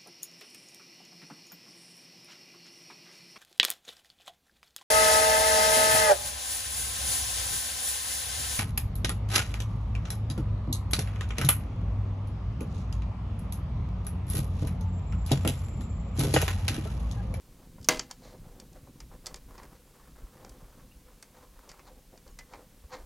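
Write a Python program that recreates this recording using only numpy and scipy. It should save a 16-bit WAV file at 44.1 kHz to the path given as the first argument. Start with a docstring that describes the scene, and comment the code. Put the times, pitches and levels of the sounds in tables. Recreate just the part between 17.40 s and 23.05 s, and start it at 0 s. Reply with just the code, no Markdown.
"""Low cloth rumble, hiss, a soft rub and faint ticks; then flush cutters snap a nylon zip tie on a metal frame.
The snip is a pop, a jaw pulse and noise; decaying sines ring the frame and noise bands answer as the room.
Hands then work among wires: decaying noise bands make ticks and knocks, trains of tiny slips make scrapes
and rustle, short sines make squeaks and one ringing tap. A lapel microphone in a small workroom hears it,
with its shirt's rumble (shaped noise, slips, slow swings) and its own hiss (shaped noise)."""
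import sys
import numpy as np
from scipy import signal
from scipy.fft import rfft, irfft
from scipy.io import wavfile

SR = 44100
rng = np.random.default_rng(int(sys.argv[2]) if len(sys.argv) > 2 else 0)


def materialize(psi):
    """Save the field psi as 16-bit PCM at rate SR to the path in sys.argv[1].

    A 1-D psi becomes a single channel; in a 2-D psi each row is a channel.
    """
    bounded = np.clip(np.atleast_2d(psi).T, -1, 1)
    quanta = np.round(bounded * 32767).astype(np.int16)
    wavfile.write(sys.argv[1], SR, quanta)


N = 249242
TIME_S = np.arange(N) / SR
RING_TIME_S = TIME_S[:SR * 3 // 5]  # time since a blow

SNIP_S = .4872
STROKE_ATTACK_S, STROKE_RELEASE_S = 0.024, 0.018  # release is a time constant
RESTING_DULL_DB, RESTING_DRY_DB = -70.5, -73.5  # hands never quite still; before the rub trims
HISS_DB = -62
TOP_HZ = 15900

# Levels in the tables are relative; the functions set the mix.
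# Clatter of jaws and tie after the cut: band_hz, level_db
CLATTER_BANDS = [(130, -32), (300, -34), (700, -31), (1150, -30.5), (1700, -22.5), (2700, -22), (4000, -25),
                 (5200, -22), (6500, -19.5), (8200, -36), (10500, -28.5), (14000, -35.5)]
# Room's answer to the cut: band_hz, level_db, t60_s
ROOM_BANDS = [(128, -51, .45), (285, -40, 0.36), (699, -39.5, 0.36), (1150, -38.5, .3),
              (2010, -37.5, 0.303), (3000, -35.5, 0.27), (4297, -37, .3), (6018, -37, 0.279),
              (8730, -41.5, .28), (13000, -48, .28)]
# Modes of the metal frame: mode_hz, level_db, t60_s
FRAME_MODES = [(260.1, -6, 0.46), (295, -9.5, 0.14), (331, -4, 0.32), (412, -8, 0.21), (492.2, 2, .27),
               (628, 2, 0.27), (680, -11.5, 0.23), (711, 3.5, .1), (797, -6, 0.34), (873, -6, .15),
               (965.6, -1.5, 0.2), (1028, -3, 0.25), (1136, 3, 0.086), (1320, -13, .24), (1634, 1.5, 0.15),
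               (1675, -4.5, .16), (2040, 0.5, 0.24), (2084, 2, 0.16), (2440, -14, 0.26),
               (2750, -12.5, 0.34), (2864, -6.5, 0.22), (3155, -14.5, .3), (3350, -15, .3),
               (3884, -11, 0.18), (4438, -2.5, 0.15), (4856, -3, .16), (5870, 0, 0.11)]
# Ticks of nylon, wire and tool: start_s, level_db, body_db, top_db, t60_s
TICK_EVENTS = [(0.413, -54, -8, -10, 0.023), (.428, -51, -23, -16, 0.03), (0.4442, -40, -16, -12, 0.03),
               (0.5712, -39, -1, -24, 0.024), (.5937, -20, -11, -23, 0.0078), (0.5959, -24, -8, -24, 0.019),
               (.7025, -51, -16, -21, .014), (0.7109, -33.5, -16, -13, 0.03), (1.199, -42, -9, -9.5, 0.022),
               (1.331, -56, -15, -12, 0.023), (1.6026, -43, -5, -13, 0.036),
               (1.859, -31, -13.5, -13, 0.012), (1.8664, -30, -9.5, -9, 0.027),
               (1.9428, -31.5, -6.5, -12, 0.012), (1.959, -48.5, -11, -8, 0.058),
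               (2.179, -50.5, -3, -25, 0.046), (2.2321, -53, 4.5, -6, 0.025), (3.0477, -43, -4, -14, 0.013),
               (3.0933, -49, -16, -3.5, 0.023), (3.8255, -43.5, -3.5, -4.5, 0.028),
               (4.2908, -46, -5, -15.5, 0.069), (4.3147, -47.5, -1.5, -10, 0.028),
               (4.393, -56, 5.5, -17, 0.038), (4.775, -53, -5, -24, .035), (4.8774, -53.5, -14, -13, 0.035),
               (4.9879, -42, -4, -11, 0.043), (5.008, -58, 7, -19.5, 0.018), (5.1352, -48, 6, -25, 0.014)]
# Ring of a tick: band_hz, level_db
TICK_RING_BANDS = [(3200, -14.5), (4000, -15), (4800, -5), (5800, -6.5), (6900, -7.5)]
# Body of a tick: band_hz, level_db
TICK_BODY_BANDS = [(450, -11.5), (800, -8), (1300, -8.5), (2100, -6.5)]
# Top of a tick: band_hz, level_db
TICK_TOP_BANDS = [(8300, 1.5), (10500, -5), (13300, -9)]
# Soft bumps of fingers and wire bundles: start_s, level_db, t60_s
KNOCK_EVENTS = [(0.3818, -47.5, 0.036), (1.0415, -53.5, 0.025), (1.198, -59.5, 0.054), (1.7127, -50, 0.075),
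                (3.046, -44, 0.044), (5.135, -45, 0.07), (5.518, -50.5, .04), (5.538, -47.5, 0.07)]
# Ring of a bump: band_hz, level_db
KNOCK_BANDS = [(330, -13.5), (520, -11), (850, -5), (1350, -9.5), (2000, -19.5)]
# Wires dragged over the frame: peak_s, level_db, rise_s, fall_s, treble_db (rise, fall: time constants)
SCRAPE_EVENTS = [(0.712, -44, 0.0095, 0.006, -21), (0.86, -60, 0.048, 0.068, 8),
                 (1.47, -56, 0.0072, 0.0054, -24), (2.194, -46.5, 0.0066, 0.02, -12),
                 (2.355, -56, 0.0034, 0.01, -2), (3.97, -59, 0.0097, 0.021, -4),
                 (4.475, -52.5, 0.017, 0.022, -1), (5.142, -47, 0.021, 0.022, -5),
                 (5.527, -38.5, 0.0081, 0.029, -2)]
# Spectrum of a scrape: freq_hz, level_db
SCRAPE_SPECTRUM = [(200, -11.5), (440, -17.5), (500, 11.5), (570, -29), (740, -4), (900, 3.5), (1400, -9),
                   (1950, -8), (2900, -19.5), (4250, -10), (5200, -15), (7000, -17), (9000, -29),
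                   (14000, -38)]
# Strokes of hand and sleeve among wires: start_s, length_s, level_db, dry_over_dull_db
STROKE_EVENTS = [(0.171, 0.094, -61, -7), (.36, 0.054, -63, -9), (0.805, .15, -54, -11),
                 (1.015, 0.24, -61, -7.5), (1.317, 0.052, -58.5, -5.5), (1.436, .06, -61.5, -11),
                 (1.686, 0.066, -59, -2), (1.828, 0.14, -58, -1.5), (2.071, 0.26, -60.5, 0),
                 (2.529, 0.16, -64.5, 1.5), (2.737, .22, -62, -1), (2.944, 0.34, -61, -3.5),
                 (3.257, .17, -66, -0.5), (3.65, 0.097, -67, 0), (3.929, 0.13, -62, -1),
                 (4.139, 0.26, -63.5, 0.5), (4.409, 0.18, -61, -9), (4.709, 0.042, -57, -12),
                 (4.845, 0.052, -61.5, -2.5), (5.106, 0.12, -57.5, -7.5), (5.517, 0.1, -55.5, -6)]
# Spectrum of sleeves rubbing: freq_hz, level_db
DULL_RUB_SPECTRUM = [(180, -15), (262, -1.5), (350, -3.5), (440, -2), (500, 9), (560, -3), (640, -1),
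                     (850, -5.5), (1200, -23.5), (3000, -49.5)]
# Spectrum of fingers on insulation: freq_hz, level_db
DRY_RUB_SPECTRUM = [(500, -48.5), (800, -1), (1050, 5.5), (1400, 0), (2000, -7), (2600, -13), (5000, -15),
                    (12000, -17.5)]
# Insulation squeaking on insulation: centre_s, level_db, pitch_hz, glide_hz_per_s, half_length_s
SQUEAK_EVENTS = [(3.522, -60.5, 2810, 12996, 0.0087), (4.914, -57.5, 6700, 0, 0.0055)]
# Level of the shirt's sway: time_s, level_db
SWAY_CURVE = [(0.0, -60.5), (0.58, -48.5), (0.69, -58.5), (2.09, -49.5), (2.6, -63), (2.85, -41.5),
              (2.91, -63), (2.99, -53), (3.76, -59.5), (3.79, -69), (4.19, -49.5), (4.26, -62), (4.85, -61),
              (4.88, -51.5), (5.4, -61.5), (5.46, -46.5), (5.49, -65.5), (5.65, -45)]
# Level of the cloth's flutter: time_s, level_db
FLUTTER_CURVE = [(0.0, -68.5), (0.44, -51.5), (0.71, -62.5), (0.94, -58), (2.12, -61), (2.42, -67),
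                 (3.11, -60.5), (3.79, -69.5), (4.69, -68), (5.05, -65.5), (5.49, -68.5), (5.65, -71)]
# Soft tugs on the microphone: centre_s, level_db, pitch_hz
TUG_EVENTS = [(0.41, -38.5, 85), (1.0, -41, 120), (1.069, -42, 130), (1.436, -40.5, 111),
              (1.641, -40, 45.4), (2.108, -42, 42), (2.842, -37.5, 43), (3.122, -41, 37.8),
              (3.23, -45, 140), (3.449, -44.5, 34.7), (3.571, -43, 44.4), (5.452, -41, 55.4)]
# Spectrum of the hiss common to both channels: freq_hz, level_db
HISS_SPECTRUM = [(15, -33.5), (25, 0.5), (50, -5.5), (107, -10.5), (267, -9.5), (322, -19), (433, -15.5),
                 (495, -12), (582, -24), (970, -26), (2230, -23.5), (13200, -25), (15500, -28.5)]
# Spectrum of the hiss opposite in the two channels: freq_hz, level_db
SIDE_HISS_SPECTRUM = [(30, -5), (250, -3.5), (1000, -7), (3000, -11.5), (8000, -7.5), (14000, -7.5)]


def snip(ring, jaw_hz=5950, jaw_db=-3, jaw_s=0.00037, pop_db=-11, pop_s=0.00017,
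         clatter_t60_s=0.03, frame_db=-31.0):
    """The tie parts with a pressure pop, the jaws slam shut, and frame and room ring on."""
    t = RING_TIME_S - .0007
    jaws = undb(jaw_db) * np.exp(-(t / jaw_s) ** 2 / 2) * np.cos(2 * np.pi * jaw_hz * t)
    pop = -undb(pop_db) * t / pop_s * np.exp((1 - (t / pop_s) ** 2) / 2)
    crack = burst([(2500, -17.5), (4200, -17.5), (9000, -16), (13000, -19)], 0.0054)
    out = np.zeros(N)
    add(out, SNIP_S, jaws + pop + crack)

    build = 1 - np.exp(-RING_TIME_S / .002)  # frame and walls answer a moment later
    clumps = catching(450, 5)[:len(RING_TIME_S)]
    room_t60_s = np.array(ROOM_BANDS)[:, 2]
    room = clumps * burst(ROOM_BANDS, room_t60_s)
    add(out, SNIP_S, build * (undb(frame_db) * ring + room))
    add(out, SNIP_S + .0018, burst(CLATTER_BANDS, clatter_t60_s))
    return out


def frame_ring():
    """A blow excites the frame's modes, each a decaying sine of random phase."""
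    out = 0
    for hz, db, t60_s in FRAME_MODES:
        cycles = hz * RING_TIME_S + rng.random()
        out = out + undb(db) * fade(t60_s) * np.sin(2 * np.pi * cycles)
    return out


def ticks():
    """Short bright contacts ring in noise bands, each with its own share of body and top."""
    out = np.zeros(N)
    for start_s, db, body_db, top_db, t60_s in TICK_EVENTS:
        tick = burst(TICK_RING_BANDS, t60_s)
        tick = tick + undb(body_db) * burst(TICK_BODY_BANDS, 1.6 * t60_s)
        tick = tick + undb(top_db) * burst(TICK_TOP_BANDS, 0.83 * t60_s)
        add(out, start_s, undb(db) * tick)
    return out


def tap(start_s=4.989, tap_db=-50, hz=2030, rattle_db=8):
    """One tick catches the frame and leaves a short, rattling note, which a finger soon damps."""
    note = np.exp(-(RING_TIME_S / .022) ** 2) * np.sin(2 * np.pi * hz * RING_TIME_S)
    out = np.zeros(N)
    add(out, start_s, undb(tap_db) * note)
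    return out * catching(400, rattle_db)


def knocks():
    """Soft contacts ring mostly low, in decaying noise bands."""
    out = np.zeros(N)
    for start_s, db, t60_s in KNOCK_EVENTS:
        add(out, start_s, undb(db) * burst(KNOCK_BANDS, t60_s))
    return out


def scrapes():
    """Each drag is a swell of friction slips with its own share of treble."""
    grain = colour(slips(4000, 1.9), SCRAPE_SPECTRUM) * catching(300, 5.3)
    dull = signal.sosfiltfilt(signal.butter(2, 2200, fs=SR, output="sos"), grain)
    treble = grain - dull
    out = np.zeros(N)
    for peak_s, db, rise_s, fall_s, treble_db in SCRAPE_EVENTS:
        swell = np.exp(-np.maximum((peak_s - TIME_S) / rise_s, (TIME_S - peak_s) / fall_s))
        out += undb(db) * swell * (dull + undb(treble_db) * treble)
    return out


def squeaks():
    """Two wires slide with brief, slightly rough whistles: gliding sines in a bell-shaped envelope."""
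    out = np.zeros(N)
    for centre_s, db, hz, glide_hz_per_s, half_length_s in SQUEAK_EVENTS:
        t = TIME_S - centre_s
        whistle = np.sin(2 * np.pi * (hz + glide_hz_per_s * t / 2) * t)
        out += undb(db) * np.exp(-(t / half_length_s) ** 2) * whistle
    return out * catching(500, 7)


def rustle(dull_db=0.5, dry_db=0, catch_db=6.0):
    """Sleeves rub dully, fingers on insulation more dryly; both catch and slide together."""
    dull, dry = undb(RESTING_DULL_DB), undb(RESTING_DRY_DB)
    for start_s, length_s, db, dryness_db in STROKE_EVENTS:
        speed = undb(db) * stroke(start_s, length_s)
        dull = np.maximum(dull, speed)
        dry = np.maximum(dry, undb(dryness_db) * speed)
    rub = undb(dull_db) * dull * colour(slips(1500, 1.7), DULL_RUB_SPECTRUM)
    rub += undb(dry_db) * dry * colour(slips(1400, 2.6), DRY_RUB_SPECTRUM)
    return rub * catching(160, catch_db)


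def stroke(start_s, length_s):
    """A hand gathers speed, slides, and comes to rest."""
    rise = np.clip((TIME_S - start_s) / STROKE_ATTACK_S, 0, 1)
    return rise * np.exp(-np.maximum(TIME_S - start_s - length_s, 0) / STROKE_RELEASE_S)


def shirt(sway_db=0, flutter_db=3, lurch_db=3):
    """Cloth sways in lurches, flutters by slips, and at times tugs the capsule through one slow swing."""
    sway = undb(np.interp(TIME_S, *np.transpose(SWAY_CURVE))) * catching(16, lurch_db)
    flutter = undb(np.interp(TIME_S, *np.transpose(FLUTTER_CURVE)))
    rumble = colour(rng.standard_normal(N),
                    [(10, -18.5), (24, -1.0), (40, 0.0), (62, -8), (100, -22), (300, -56)])
    flap = colour(slips(500, 4.1), [(50, -13.5), (110, 2.0), (170, 0), (280, -4.5), (400, -13.5),
                                    (1000, -41.5), (3000, -66.5)])
    out = undb(sway_db) * sway * rumble + undb(flutter_db) * flutter * flap
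    for centre_s, db, hz in TUG_EVENTS:
        swing = np.pi * hz * (TIME_S - centre_s)
        out -= undb(db) * np.cos(2 * swing) * np.exp(-swing ** 2 / 4)
    return out


def slips(rate_hz, spread_db):
    """Friction: tiny slips of uneven size and either sign at random moments."""
    hits = rng.random(N) < rate_hz / SR
    size = undb(spread_db * np.minimum(rng.exponential(size=N), 4))
    return hits * rng.choice([-1, 1], N) * size


def catching(rate_hz, depth_db):
    """Uneven grain: a gain at rms 1 that moves between random levels about rate_hz times a second."""
    knots_s = np.cumsum(rng.exponential(1 / rate_hz, 4000))
    return unit(undb(depth_db * np.interp(TIME_S, knots_s, rng.uniform(-1, 1, len(knots_s)))))


def burst(points, t60_s):
    """Dense ringing after a blow: adjoining noise bands (band_hz, level_db) that die away."""
    hz, db = np.transpose(points)[:2]
    edges = np.sqrt(hz[1:] * hz[:-1])
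    edges = np.r_[hz[0] ** 2 / edges[0], edges, hz[-1] ** 2 / edges[-1]]
    out = 0
    for lo, hi, gain, decay_s in zip(edges, edges[1:], undb(db), np.broadcast_to(t60_s, hz.shape)):
        shape = fade(decay_s)
        ring = band(rng.standard_normal(len(shape)) * shape, lo, hi)
        # equal energy whatever the bandwidth
        out = out + gain * ring * np.linalg.norm(shape) / np.linalg.norm(ring)
    return out


def fade(t60_s):
    """Exponential decay, 60 dB down after t60_s."""
    return np.exp(-np.log(1000) * RING_TIME_S / max(t60_s, 1e-3))


def colour(x, points):
    """Filter x by a (freq_hz, level_db) response, then scale to rms 1."""
    hz, db = np.transpose(points)
    freq_hz = np.maximum(np.fft.rfftfreq(N, 1 / SR), 1)
    gain = undb(np.interp(np.log(freq_hz), np.log(hz), db))
    return unit(irfft(rfft(x) * gain, N))


def band(x, lo_hz, hi_hz, order=3):
    """Causal band-pass."""
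    edges_hz = [lo_hz, min(hi_hz, SR / 2 - 100)]
    return signal.sosfilt(signal.butter(order, edges_hz, "band", fs=SR, output="sos"), x)


def through(x, response):
    """Pass x through a response of unit energy."""
    return signal.fftconvolve(x, response / np.linalg.norm(response))[:N]


def undb(db):
    """Decibels to gain."""
    return 10 ** (np.asarray(db) / 20)


def unit(x):
    """Scale to rms 1."""
    return x / np.sqrt(np.mean(x ** 2))


def add(out, start_s, x):
    """Mix x into out from start_s."""
    i = max(int(start_s * SR), 0)
    out[i:i + len(x)] += x[:N - i]


def scene(frame_db=-28, room_db=-13, side_db=-73, width_db=-30):
    """Small contacts stir the frame and the room a little; the sound is all but mono."""
    ring = frame_ring()
    small = ticks() + knocks() + scrapes() + rustle() + squeaks() + tap()
    walls = burst([(300, -5.5), (1000, -4.0), (2500, 2.5), (5500, -2.5), (12000, 0.5)], 0.14)
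    walls = walls * (RING_TIME_S > .005)
    sound = snip(ring) + small + shirt()
    sound += undb(frame_db) * through(small, ring) + undb(room_db) * through(small, walls)

    hiss = undb(HISS_DB) * colour(rng.standard_normal(N), HISS_SPECTRUM)
    side = undb(side_db) * colour(rng.standard_normal(N), SIDE_HISS_SPECTRUM)
    # slight stereo width: a quiet, delayed copy of the sound, opposite in the two channels
    add(side, .004, undb(width_db) * band(sound, 198.1, 16000))
    return sound + hiss + side * np.array([[1], [-1]])


def record(dry):
    """The recorder rounds off high peaks and cuts the top with a steep low-pass."""
    dry = dry / (1 + (dry / .8) ** 6) ** (1 / 6)
    return signal.sosfilt(signal.ellip(8, .2, 70, TOP_HZ, fs=SR, output="sos"), dry)


dry = scene()
out = record(dry)
materialize(out)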